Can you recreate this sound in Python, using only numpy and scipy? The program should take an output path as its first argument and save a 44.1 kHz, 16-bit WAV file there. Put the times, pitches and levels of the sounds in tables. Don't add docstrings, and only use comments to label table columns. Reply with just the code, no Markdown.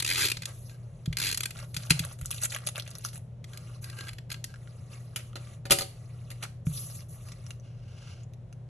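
import sys
import numpy as np
from scipy import signal
from scipy.fft import rfft, irfft, next_fast_len
from scipy.io import wavfile
from scipy.ndimage import uniform_filter1d

SR = 44100
rng = np.random.default_rng(int(sys.argv[2]) if len(sys.argv) > 2 else 0)


def unload_wav(signal):
    wavfile.write(
        sys.argv[1],
        SR,
        np.round(np.clip(np.atleast_2d(signal).T, -1, 1) * 32767).astype(np.int16),
    )


N = 383208
TIME = np.arange(N) / SR

DECAY_DOUBLES_DB = 29

# (time [s], ratchet teeth passed [count])
STROKES = [
    [(0.0005, 0), (.047, 2), (.063, 3), (.089, 5), (.145, 10), (.169, 12), (.271, 26), (.284, 27),
     (.299, 28), (.316, 29)],
    [(1.170, 0), (1.215, 3), (1.299, 11), (1.326, 13), (1.345, 14), (1.374, 15), (1.405, 16), (1.433, 17),
     (1.456, 18)],
]
# (ratchet level [dB], peeling tape level [dB], brightness [dB], shell ring level [dB])
STROKE_FORCE = [(-24.5, -36, 2.5, 9.5), (-26.5, -35.5, 3.5, -2)]
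# (time [s], level [dB], brightness [dB])
SHELL_TAPS = [(0.3694, -22, -10.5), (0.4205, -18, -1), (0.432, -24, -7), (0.4549, -24, 16), (.695, -32, -4),
              (1.058, -21, -1), (1.1268, -19.5, -4.5), (1.5065, -18.5, 0), (1.7435, -19, 3.5),
              (1.7651, -12.5, 4.5), (1.8974, -15, 3), (1.9045, 1.5, 2), (1.9168, -14, -10.5),
              (1.9923, -11.5, 6.5), (3.442, -25.5, 0), (3.533, -27, -3), (3.5728, -24, 6),
              (3.842, -25, 6.5), (3.898, -26, 6.5), (4.0077, -20.5, -3), (4.0823, -23, -1),
              (4.089, -22.5, -6), (4.1314, -26, 0), (4.1839, -28.5, -9), (4.3016, -20, -1),
              (4.3156, -14.5, 1), (4.324, -23.5, 8), (4.3424, -37, -21), (4.4412, -16, 4.5)]
# (frequency [Hz], level [dB], t60 [s])
SHELL_MODES = [(1563, -33, 0.098), (1710, -38, .03), (2330, -36, 0.025), (2560, -30, 0.02),
               (2740, -18, 0.008), (2830, -34, 0.05), (3700, -31.5, 0.024), (4300, -31, 0.02)]
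# (frequency [Hz], level [dB])
RUNNER_COLOUR = [(30, -18.5), (100, 0.5), (400, -11), (680, -11.5), (950, -5.5), (1600, 0.5), (2300, 4.5),
                 (3400, 0.5), (4500, 4.5), (5600, -2.5), (7500, 0), (10400, -0.5), (11500, -3),
                 (13000, -23), (16000, -28.5)]
SHELL_DECAY_S, TOOTH_GAIN_DB = 0.003, 4.5


def tape_runner(tooth_decay_s=0.0016, rebound_s=0.0022, rebound_db=-2, uneven_db=1.44,
                tap_db=-9, pawl_ring_db=-15.0, tap_ring_db=-21):
    works = drive = 0
    for travel, (ratchet_db, peel_db, bright_db, shell_db) in zip(STROKES, STROKE_FORCE):
        drops, peeling = stroke(travel, ratchet_db, peel_db, bright_db, uneven_db, tooth_decay_s)
        rebounds = [(s + rebound_s, db + rebound_db, decay, b) for s, db, decay, b in drops]
        peel = peeling * grains(per_s=8000, spread_db=4.5, clump_db=2.0, clumps_per_s=400)
        ratchet = contacts(drops + rebounds, grain_db=8.5, rise_s=0.00056)
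        pull = from_db(TOOTH_GAIN_DB) * ratchet + peel
        works = works + pull
        drive = drive + from_db(pawl_ring_db + shell_db) * pull
    taps = contacts(with_decay(SHELL_TAPS, SHELL_DECAY_S), grain_db=2.5, rise_s=0.0012)
    taps = from_db(tap_db) * taps
    shell = ring(drive + from_db(tap_ring_db) * taps, SHELL_MODES)
    shell = flexing(shell, depth_db=2.9, per_s=55)
    return colour(works + taps + shell, RUNNER_COLOUR)


FULL_TEETH_PER_S = 100
PEEL_DB_PER_OCTAVE, TOOTH_DB_PER_OCTAVE = 14.5, -1.04


def stroke(travel, ratchet_db, peel_db, bright_db, uneven_db, decay_s):
    s, teeth = np.transpose(travel)
    teeth_per_s = np.gradient(np.interp(TIME, s, teeth)) * SR
    speed = uniform_filter1d(teeth_per_s, size=900)
    octaves = np.log2(np.maximum(speed, 1) / FULL_TEETH_PER_S)
    times = np.interp(np.arange(teeth[-1] + 1), teeth, s)
    levels = ratchet_db + TOOTH_DB_PER_OCTAVE * octaves[(times * SR).astype(int)]
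    levels = levels + rng.normal(0, uneven_db, len(times))
    drops = [(t, db, decay_s, bright_db) for t, db in zip(times, levels)]
    peeling = from_db(peel_db + PEEL_DB_PER_OCTAVE * octaves) * (speed > 1)
    return drops, peeling


# (start time [s], length [s], level [dB])
GRIPS = [(.46, 0.021, -52), (.69, 0.032, -61), (3.52, 0.027, -55), (3.82, 0.11, -59), (3.96, 0.11, -47.5),
         (4.29, 0.015, -42), (4.47, 0.049, -62)]
# (frequency [Hz], level [dB], t60 [s])
HOLLOW_MODES = [(1385, -8.5, 0.12), (1603, 6, 0.042), (2305, -6, 0.032), (2960, 0.5, 0.066),
                (4470, -5, 0.0082)]
RUB_ATTACK_S, RUB_RELEASE_S = 0.03, 0.028


def grip(tick_db=-4.5, creak_db=-3):
    slips = grains(per_s=600, spread_db=3.5, clump_db=2.5, clumps_per_s=90)
    ticks = from_db(tick_db) * colour(slips, RUNNER_COLOUR)
    creak = from_db(creak_db) * rms_one(ring(slips, HOLLOW_MODES))
    return swells(GRIPS, RUB_ATTACK_S, RUB_RELEASE_S) * (ticks + creak)


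# (start time [s], length [s], level [dB], brightness [dB])
CRUMPLES = [(1.542, 0.095, -50.5, -5), (1.735, 0.14, -50, 0.5), (1.922, 0.21, -51, -6),
            (2.179, 0.11, -60.5, 11), (2.308, 0.12, -49.5, 4.5), (2.494, 0.07, -44, -0.5),
            (2.614, 0.075, -61, -14), (2.745, 0.051, -50.5, -5), (2.845, 0.22, -57.5, -3),
            (3.035, 0.051, -51, 9.5), (3.125, 0.044, -52, 2.5), (5.16, 0.041, -55.5, -8.5),
            (5.356, .02, -58, -10), (6.419, 0.011, -38, -3.5)]
# (time [s], level [dB], brightness [dB], facet note [Hz])
SNAPS = [(2.039, -19, -2, 4450), (2.0487, -10.5, 2.5, 4350), (2.126, -28, -1, 5000),
         (2.189, -27.5, -5, 3000), (2.212, -20, 2, 6200), (2.252, -28, 4, 5500), (2.258, -22, 10, 6700),
         (2.306, -15.5, 5, 3720), (2.3115, -13, 10, 4260), (2.3384, -19.5, 6.5, 5470),
         (2.344, -21, 6.5, 3340), (2.377, -36, -3, 1500), (2.506, -26, 4, 2400), (2.5235, -21, 3, 2500),
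         (2.5315, -20, -3, 1300), (2.5469, -12, 3, 2340), (2.562, -16, 4, 1600), (2.573, -34, -7, 3200),
         (2.586, -25, 7, 4000), (2.604, -28.5, -6, 5500), (2.6665, -18.5, 5, 3200), (2.6705, -9, 2, 2620),
         (2.678, -20, 7, 4300), (2.6875, -12.5, 1.5, 2680), (2.7565, -19, 5, 2370), (2.766, -22, 7, 2500),
         (2.779, -15, -2.5, 4020), (2.7969, -15, 3.5, 2440), (2.807, -27, 1, 3400), (2.822, -24, -3, 2900),
         (2.8767, -19.5, -4.5, 2090), (2.891, -32, -5, 3000), (2.9121, -26, 5, 4300),
         (2.9525, -18.5, 0, 1900), (2.984, -28.5, 12.5, 4240), (3.0488, -12, 6, 6000),
         (3.1311, -28, 1, 1500), (3.157, -27, 6, 4500), (3.177, -27, 6, 3880)]
# (start time [s], length [s], level [dB])
UNSTICK = [(2.413, 0.045, -35)]
# (frequency [Hz], level [dB])
WAX_COLOUR = [(150, -41.5), (400, -11.5), (620, -1.5), (1000, -3), (1350, 6), (1800, 0), (2700, 3),
              (4400, -1), (5800, -1.5), (8000, -1.5), (10500, -2), (11600, -10), (13000, -34),
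              (16000, -37.5)]
CRUMPLE_ATTACK_S, CRUMPLE_RELEASE_S, SNAP_DECAY_S = 0.01, 0.013, 0.0012


def wax_paper(snap_db=-3.0, crinkle_db=5, rip_db=5):
    bright_db, = in_time([(s + length / 2, b) for s, length, db, b in CRUMPLES])
    crackle = grains(per_s=2000, spread_db=3.8, clump_db=2, clumps_per_s=300)
    small = swells(CRUMPLES, CRUMPLE_ATTACK_S, CRUMPLE_RELEASE_S) * crackle
    large = contacts(with_decay(SNAPS, SNAP_DECAY_S), grain_db=5.5, rise_s=0.00042, note_db=-7, note_q=5.7)
    tearing = grains(per_s=5200, spread_db=4.5, clump_db=-0.5, clumps_per_s=480)
    rip = swells(UNSTICK, attack_s=0.014, release_s=0.0035) * tearing
    creases = from_db(snap_db) * large
    creases = creases + from_db(crinkle_db) * brighten(small, bright_db)
    creases = creases + from_db(rip_db) * brighten(rip, bright_db=6.0)
    return colour(flexing(creases, depth_db=3.5, per_s=170), WAX_COLOUR)


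# (time [s], level [dB],
# rebound against the first blow [dB], brightness [dB], tool note [Hz], holder level [dB],
# ring against the blow [dB])
TOOL_KNOCKS = [(5.16, -14, -15.5, 3, 2930, -25, -40), (5.356, -24.5, -7.5, -7.5, 2870, -20, -42.5),
               (5.654, -23, -7, -3.5, 2950, -16.5, -29.5), (5.699, -25.5, 3.5, -12, 2090, -30.5, -14),
               (5.7075, -1, 1, 4, 2790, 1, -28), (5.786, -12, -9, 5.5, 2960, -18, -25.5),
               (5.808, -15, -1, 2, 4450, -10, -19), (6.303, -25.5, -1, 2, 2730, -29.5, -28),
               (6.4255, -23, 4, -1.5, 6150, -37, -26)]
# (frequency [Hz], level [dB], t60 [s])
HOLDER_MODES = [(263, -41, 0.2), (347, -30.5, 0.17), (410, -30.5, 0.15), (497, -27, 0.025),
                (563, -27.5, 0.14), (641, -29, 0.018), (763.6, -36, 0.18), (930, -40.5, 0.08),
                (1207, -28, 0.12), (2094, -43.5, 0.22), (3688, -34, 0.14), (4470, -42.5, 0.28),
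                (4550, -28, 0.08)]
# (frequency [Hz], level [dB])
TOOL_COLOUR = [(100, -14), (400, -2.5), (1000, -4.5), (1900, -2.5), (2900, -5), (4400, -1.5), (5600, -7.5),
               (8000, -5), (10600, -1), (12000, -10), (13200, -28.5), (16000, -30)]
TOOL_DECAY_S, TOOL_REBOUND_S, TOOL_RING_T60_S = 0.0047, .0105, 0.22


def tools(level_db=-12, holder_db=-5.5):
    hits, shoves, notes = [], 0, 0
    for s, db, rebound_db, bright_db, hz, shove_db, ring_db in TOOL_KNOCKS:
        for at, loss_db in ((s, 0), (s + TOOL_REBOUND_S, rebound_db)):
            hits.append((at, db + loss_db, bright_db, hz))
            shoves = shoves + strike(at, shove_db + loss_db)
        notes = notes + ring(strike(s, db + ring_db), [(hz, 0, TOOL_RING_T60_S)])
    clicks = contacts(with_decay(hits, TOOL_DECAY_S), grain_db=0.5, rise_s=0.00048, note_db=1.5, note_q=11)
    clatter = from_db(level_db) * colour(clicks + notes, TOOL_COLOUR)
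    return clatter + from_db(holder_db) * ring(shoves, HOLDER_MODES)


# (start time [s], length [s], level [dB])
RUBS = [(.46, 0.029, -35), (.55, 1, -58), (3.46, 0.3, -46.5), (3.81, 0.26, -44), (3.95, 0.085, -51),
        (4.55, 0.75, -52.5), (4.9, 0.033, -41.5), (5.16, 0.015, -60), (5.38, 0.16, -45.5),
        (5.88, 0.5, -52.5), (6.39, 0.032, -44), (6.68, 0.34, -48.5), (7.1, 0.42, -50), (7.25, 0.038, -46)]
# (start time [s], length [s], level [dB])
GLIDES = [(.52, 0.18, -55), (1.54, 0.36, -60.5), (3.5, 0.21, -77), (3.81, 0.028, -48.5), (3.97, 0.18, -67),
          (4.89, 0.16, -65), (5.42, 0.094, -75), (6.65, 0.33, -47.5), (6.715, 0.15, -67),
          (6.725, 0.095, -43), (7.08, 0.069, -53), (7.2, 0.077, -60), (7.47, 0.025, -58)]
# (frequency [Hz], level [dB])
SCUFF_COLOUR = [(200, -16), (650, -10.5), (1000, -2.5), (1270, 4), (1800, -3), (2300, 2), (3000, -2.5),
                (4300, -3), (5500, -4), (8000, -11.5), (10700, -11.5), (12200, -41), (16000, -46.5)]
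# (frequency [Hz], level [dB])
HISS_COLOUR = [(800, -13), (1250, -7), (1800, -14), (3000, -3), (6000, 4.5), (8500, -1.5), (10600, 3),
               (11600, -4.5), (12800, -25), (15000, -21), (16000, -21.5)]
GLIDE_ATTACK_S, GLIDE_RELEASE_S = 0.016, 0.035


def sliding(scuff_db=-1, hiss_db=3):
    skin = grains(per_s=12000, spread_db=1.2, clump_db=0.8, clumps_per_s=360)
    scuff = swells(RUBS, RUB_ATTACK_S, RUB_RELEASE_S) * skin
    fibres = grains(per_s=41000, spread_db=2.8, clump_db=1, clumps_per_s=110)
    hiss = swells(GLIDES, GLIDE_ATTACK_S, GLIDE_RELEASE_S) * fibres
    hiss = flexing(hiss, depth_db=1.5, per_s=45)
    scuff = flexing(scuff, depth_db=1.2, per_s=120)
    return from_db(scuff_db) * colour(scuff, SCUFF_COLOUR) + from_db(hiss_db) * colour(hiss, HISS_COLOUR)


# (time [s], level [dB], brightness [dB], note [Hz])
LIGHT_TAPS = [(4.5405, -33, -5, 1630), (4.559, -35, 0, 1655), (4.6742, -43.5, -12, 1440),
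              (5.3307, -40.5, -8, 1260), (6.6677, -28, -1, 596), (6.8994, -34.5, -6.5, 1140),
              (7.006, -34.5, -4, 5730), (7.2863, -31.5, 5, 690), (7.319, -28, 1, 600),
              (7.3225, -38, 9, 5640), (7.4647, -34, 6, 5630), (7.5063, -32, 13, 2830),
              (7.598, -44.5, 5, 5960), (8.234, -46, 6, 6880), (8.336, -46.5, 15, 3150),
              (8.527, -33, 1.5, 596)]


def light_taps(level_db=-4, decay_s=0.00127):
    taps = contacts(with_decay(LIGHT_TAPS, decay_s), grain_db=0.5, rise_s=0.00064, note_db=13.5, note_q=12)
    return from_db(level_db) * colour(taps, WAX_COLOUR)


# (time [s], level [dB])
FINGER_DRAG = [(7.6, -89), (7.635, -67), (7.81, -68.5), (7.95, -60.5), (8.09, -55.5), (8.16, -58.5),
               (8.235, -66.5), (8.27, -90)]
# (frequency [Hz], level [dB])
FINGERTIP_COLOUR = [(300, -15.5), (1000, -3), (1270, 2), (1580, 5), (1800, -10.5), (2150, 1.5),
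                    (2400, -0.5), (2850, 6), (3700, -4.5), (4400, -0.5), (5600, 0.5), (7500, -9),
                    (10900, -5.5), (11800, -36), (16000, -48)]


def finger_drag(level_db=-1):
    db, = in_time(FINGER_DRAG)
    slips = grains(per_s=16000, spread_db=3.6, clump_db=2.0, clumps_per_s=120)
    return from_db(level_db + db) * colour(slips, FINGERTIP_COLOUR)


# (time [s], level [dB], contact [s])
THUMPS = [(1.076, -29.5, 0.0023), (1.096, -24, 0.012), (1.767, -36, 0.0059), (1.908, -25, 0.00087),
          (2.001, -33, 0.0023), (2.219, -23, 0.0112), (5.717, -34.5, 0.0054), (6.668, -26, 0.0032),
          (6.827, -53, .0015), (7.318, -53, 0.00084)]
# (frequency [Hz], level [dB], t60 [s])
DESK_MODES = [(49.3, -15, 0.68), (86, -10.5, 0.33), (135.4, -0.5, 0.38), (157.1, 8, 0.16),
              (203, -21.5, 0.059), (313, -14.5, 0.046)]


def desk(stiff_hz=55):
    force = np.zeros(N)
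    for s, db, contact in THUMPS:
        push = np.sin(np.pi * np.clip((TIME - s) / contact, 0, 1)) ** 2
        force += from_db(db) * push / (push.sum() + 1e-9)
    return signal.sosfilt(signal.butter(2, stiff_hz, "high", fs=SR, output="sos"), ring(force, DESK_MODES))


# (frequency [Hz], width [Hz], level [dB])
DRONE = [(115.8, 5.5, -58.5), (154.2, 8.3, -55)]
# (frequency [Hz], level [dB])
ROOM_COLOUR = [(20, -25), (45, 1.5), (65, -5), (100, 8.5), (135, 1), (200, -7), (290, -20.5), (350, -15.5),
               (470, -17.5), (580, -14), (850, -26), (1400, -34), (3000, -39.5), (5000, -46), (10500, -47),
               (13000, -70)]
ROOM_DB, MAINS_HZ, MAINS_DB = -48.5, 120, -45


def room_tone(side_db=-5):
    phase = 2 * np.pi * MAINS_HZ * TIME + 0.034 * drift(5.8)
    hum = from_db(MAINS_DB) * np.sqrt(2) * np.sin(phase)
    for hz, width, db in DRONE:
        wander = drift(2 * width) + 1j * drift(2 * width)
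        tone = np.real(wander * np.exp(2j * np.pi * hz * TIME))
        hum = hum + from_db(db) * rms_one(tone)
    mid, side = (colour(rng.standard_normal(N), ROOM_COLOUR) for k in range(2))
    side = signal.sosfilt(signal.butter(1, 450, "high", fs=SR, output="sos"), side)
    side = from_db(side_db) * side
    pan = from_db(np.array([[.55], [-.55]]))
    return (hum + from_db(ROOM_DB) * (mid + side * [[1], [-1]])) * pan


ROOM_T60_S = 0.33


def in_room(x, early_db, tail_db, alike, early_s):
    age = TIME[:SR // 2]
    early, tail = (rms_one(np.exp(-age / s) * (1 - np.exp(-age / 0.0034)))
                   for s in (early_s, ROOM_T60_S / np.log(1000)))
    envelope = np.hypot(from_db(early_db) * early, from_db(tail_db) * tail) / np.sqrt(len(age))
    mid, side = rng.standard_normal((2, len(age))) * envelope
    alike = np.clip(alike, 0, 1)
    side = signal.lfilter(*signal.butter(1, [250, 7000], "band", fs=SR), side)
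    echo = np.sqrt((1 + alike) / 2) * mid + np.sqrt((1 - alike) / 2) * side * [[1], [-1]]
    return x + signal.oaconvolve(x[None], echo, axes=1)[:, :N]


def contacts(rows, grain_db, rise_s, note_db=0, note_q=10):
    out, age = np.zeros(N), TIME[:SR // 6]
    for s, db, decay, bright_db, *notes in rows:
        uneven = np.repeat(rng.standard_normal(len(age)), 10)[:len(age)]
        chatter = rng.standard_normal(len(age)) * from_db(grain_db * uneven)
        envelope = (1 - np.exp(-age / rise_s)) * np.exp(-age / max(decay, 1e-4))
        burst = rms_one(chatter * envelope) * np.sqrt(np.mean(envelope ** 2)) + 1e-18
        ringing = sum(signal.lfilter(*signal.iirpeak(hz, max(note_q, 2), fs=SR), burst) for hz in notes)
        burst = burst + from_db(note_db) * ringing
        start = max(int(s * SR), 0)
        out[start:start + len(age)] += from_db(db) * brighten(burst, bright_db)[:N - start]
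    return out


def with_decay(rows, decay_s):
    return [(s, db, decay_s * 2 ** ((db + 14.0) / DECAY_DOUBLES_DB), *rest) for s, db, *rest in rows]


def strike(s, db):
    force = np.zeros(N)
    force[int(s * SR)] = from_db(db)
    return force


def ring(force, modes):
    out = np.zeros(N)
    for hz, db, t60 in modes:
        r, w = np.exp(-np.log(1000) / (t60 * SR)), 2 * np.pi * hz / SR
        mode = signal.lfilter([0, np.sin(w)], [1, -2 * r * np.cos(w), r * r], force + 1e-18)
        out += from_db(db) * mode
    return out


def grains(per_s, spread_db, clump_db, clumps_per_s):
    born = rng.random(N) < per_s / SR
    sizes = from_db(spread_db * np.minimum(rng.exponential(1, N), 4)) * rng.choice([-1, 1], N)
    clumps = from_db(clump_db * np.clip(drift(clumps_per_s), -2, 2))
    return rms_one(born * sizes * clumps)


def flexing(x, depth_db, per_s):
    out, rest = 0, x
    for hz in 900 * 1.5 ** np.arange(7):
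        low = signal.sosfilt(signal.butter(3, hz, fs=SR, output="sos"), rest)
        rest = signal.sosfilt(signal.butter(3, hz, "high", fs=SR, output="sos"), rest)
        out = out + low * from_db(depth_db * drift(per_s))
    return out + rest


def swells(rows, attack_s, release_s):
    gain = 0
    for s, length, db, *_ in rows:
        rise = np.clip((TIME - s) / attack_s, 0, 1)
        fall = np.exp(-np.clip((TIME - s - length) / release_s, 0, 20))
        gain = gain + from_db(db) * rise * fall
    return gain


def brighten(x, bright_db, pivot_hz=4500):
    low = signal.lfilter(*signal.butter(1, pivot_hz, fs=SR), x)
    return low * from_db(-bright_db) + (x - low) * from_db(bright_db)


def colour(x, points):
    size = 4096
    hz, db = np.transpose(points)
    bins_hz = np.arange(size // 2 + 1) * SR / size
    gain = rms_one(from_db(np.interp(np.log(bins_hz + 1), np.log(hz), db)))
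    cepstrum = irfft(np.log(gain))
    cepstrum[1:size // 2] *= 2
    cepstrum[size // 2 + 1:] = 0
    return signal.oaconvolve(x, irfft(np.exp(rfft(cepstrum))))[:N]


def drift(per_s):
    knots = np.arange(0, TIME[-1] + 1, 1 / per_s)
    return rms_one(np.interp(TIME, knots, rng.standard_normal(N)[:len(knots)]))


def in_time(rows):
    s, *columns = np.transpose(rows)
    return [np.interp(TIME, s, c) for c in columns]


def rms_one(x):
    return x / np.sqrt(np.mean(x ** 2) + 1e-20)


def from_db(db):
    return 10 ** (np.asarray(db) / 20)


def scene():
    runner = tape_runner() + grip()
    runner = in_room(runner, early_db=-3.0, tail_db=-11.5, alike=0.12, early_s=0.0022)
    paper = wax_paper() + light_taps() + sliding() + finger_drag()
    paper = in_room(paper, early_db=-3, tail_db=-12.5, alike=0.15, early_s=0.004)
    clatter = in_room(tools(), early_db=-1.5, tail_db=-8.0, alike=0.11, early_s=0.0064)
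    return runner + paper + clatter + desk() + room_tone()


# (frequency [Hz], phase [rad])
PORT_PHASE = [(20, 0), (400, -.15), (950, -1.15), (1400, -.25), (2000, .3), (2600, .65), (3200, .1),
              (4050, .3), (4400, 2.2), (4850, 3.4), (5700, 6.1), (6200, 6.4), (8500, 9.3), (9400, 9.5),
              (12300, 12.7), (13700, 12.8), (15500, 15.7)]
CUTOFF_HZ = 16000


def record(dry):
    size = next_fast_len(N + SR // 10)
    lead = np.interp(np.arange(size // 2 + 1) * SR / size, *np.transpose(PORT_PHASE))
    turn = np.exp(.5j * lead * np.array([[1], [-1]]))
    ports = irfft(rfft(dry, size) * turn, size)[:, :N]
    return signal.sosfilt(signal.ellip(10, .1, 80, CUTOFF_HZ, fs=SR, output="sos"), ports)


dry = scene()
out = record(dry)
unload_wav(out)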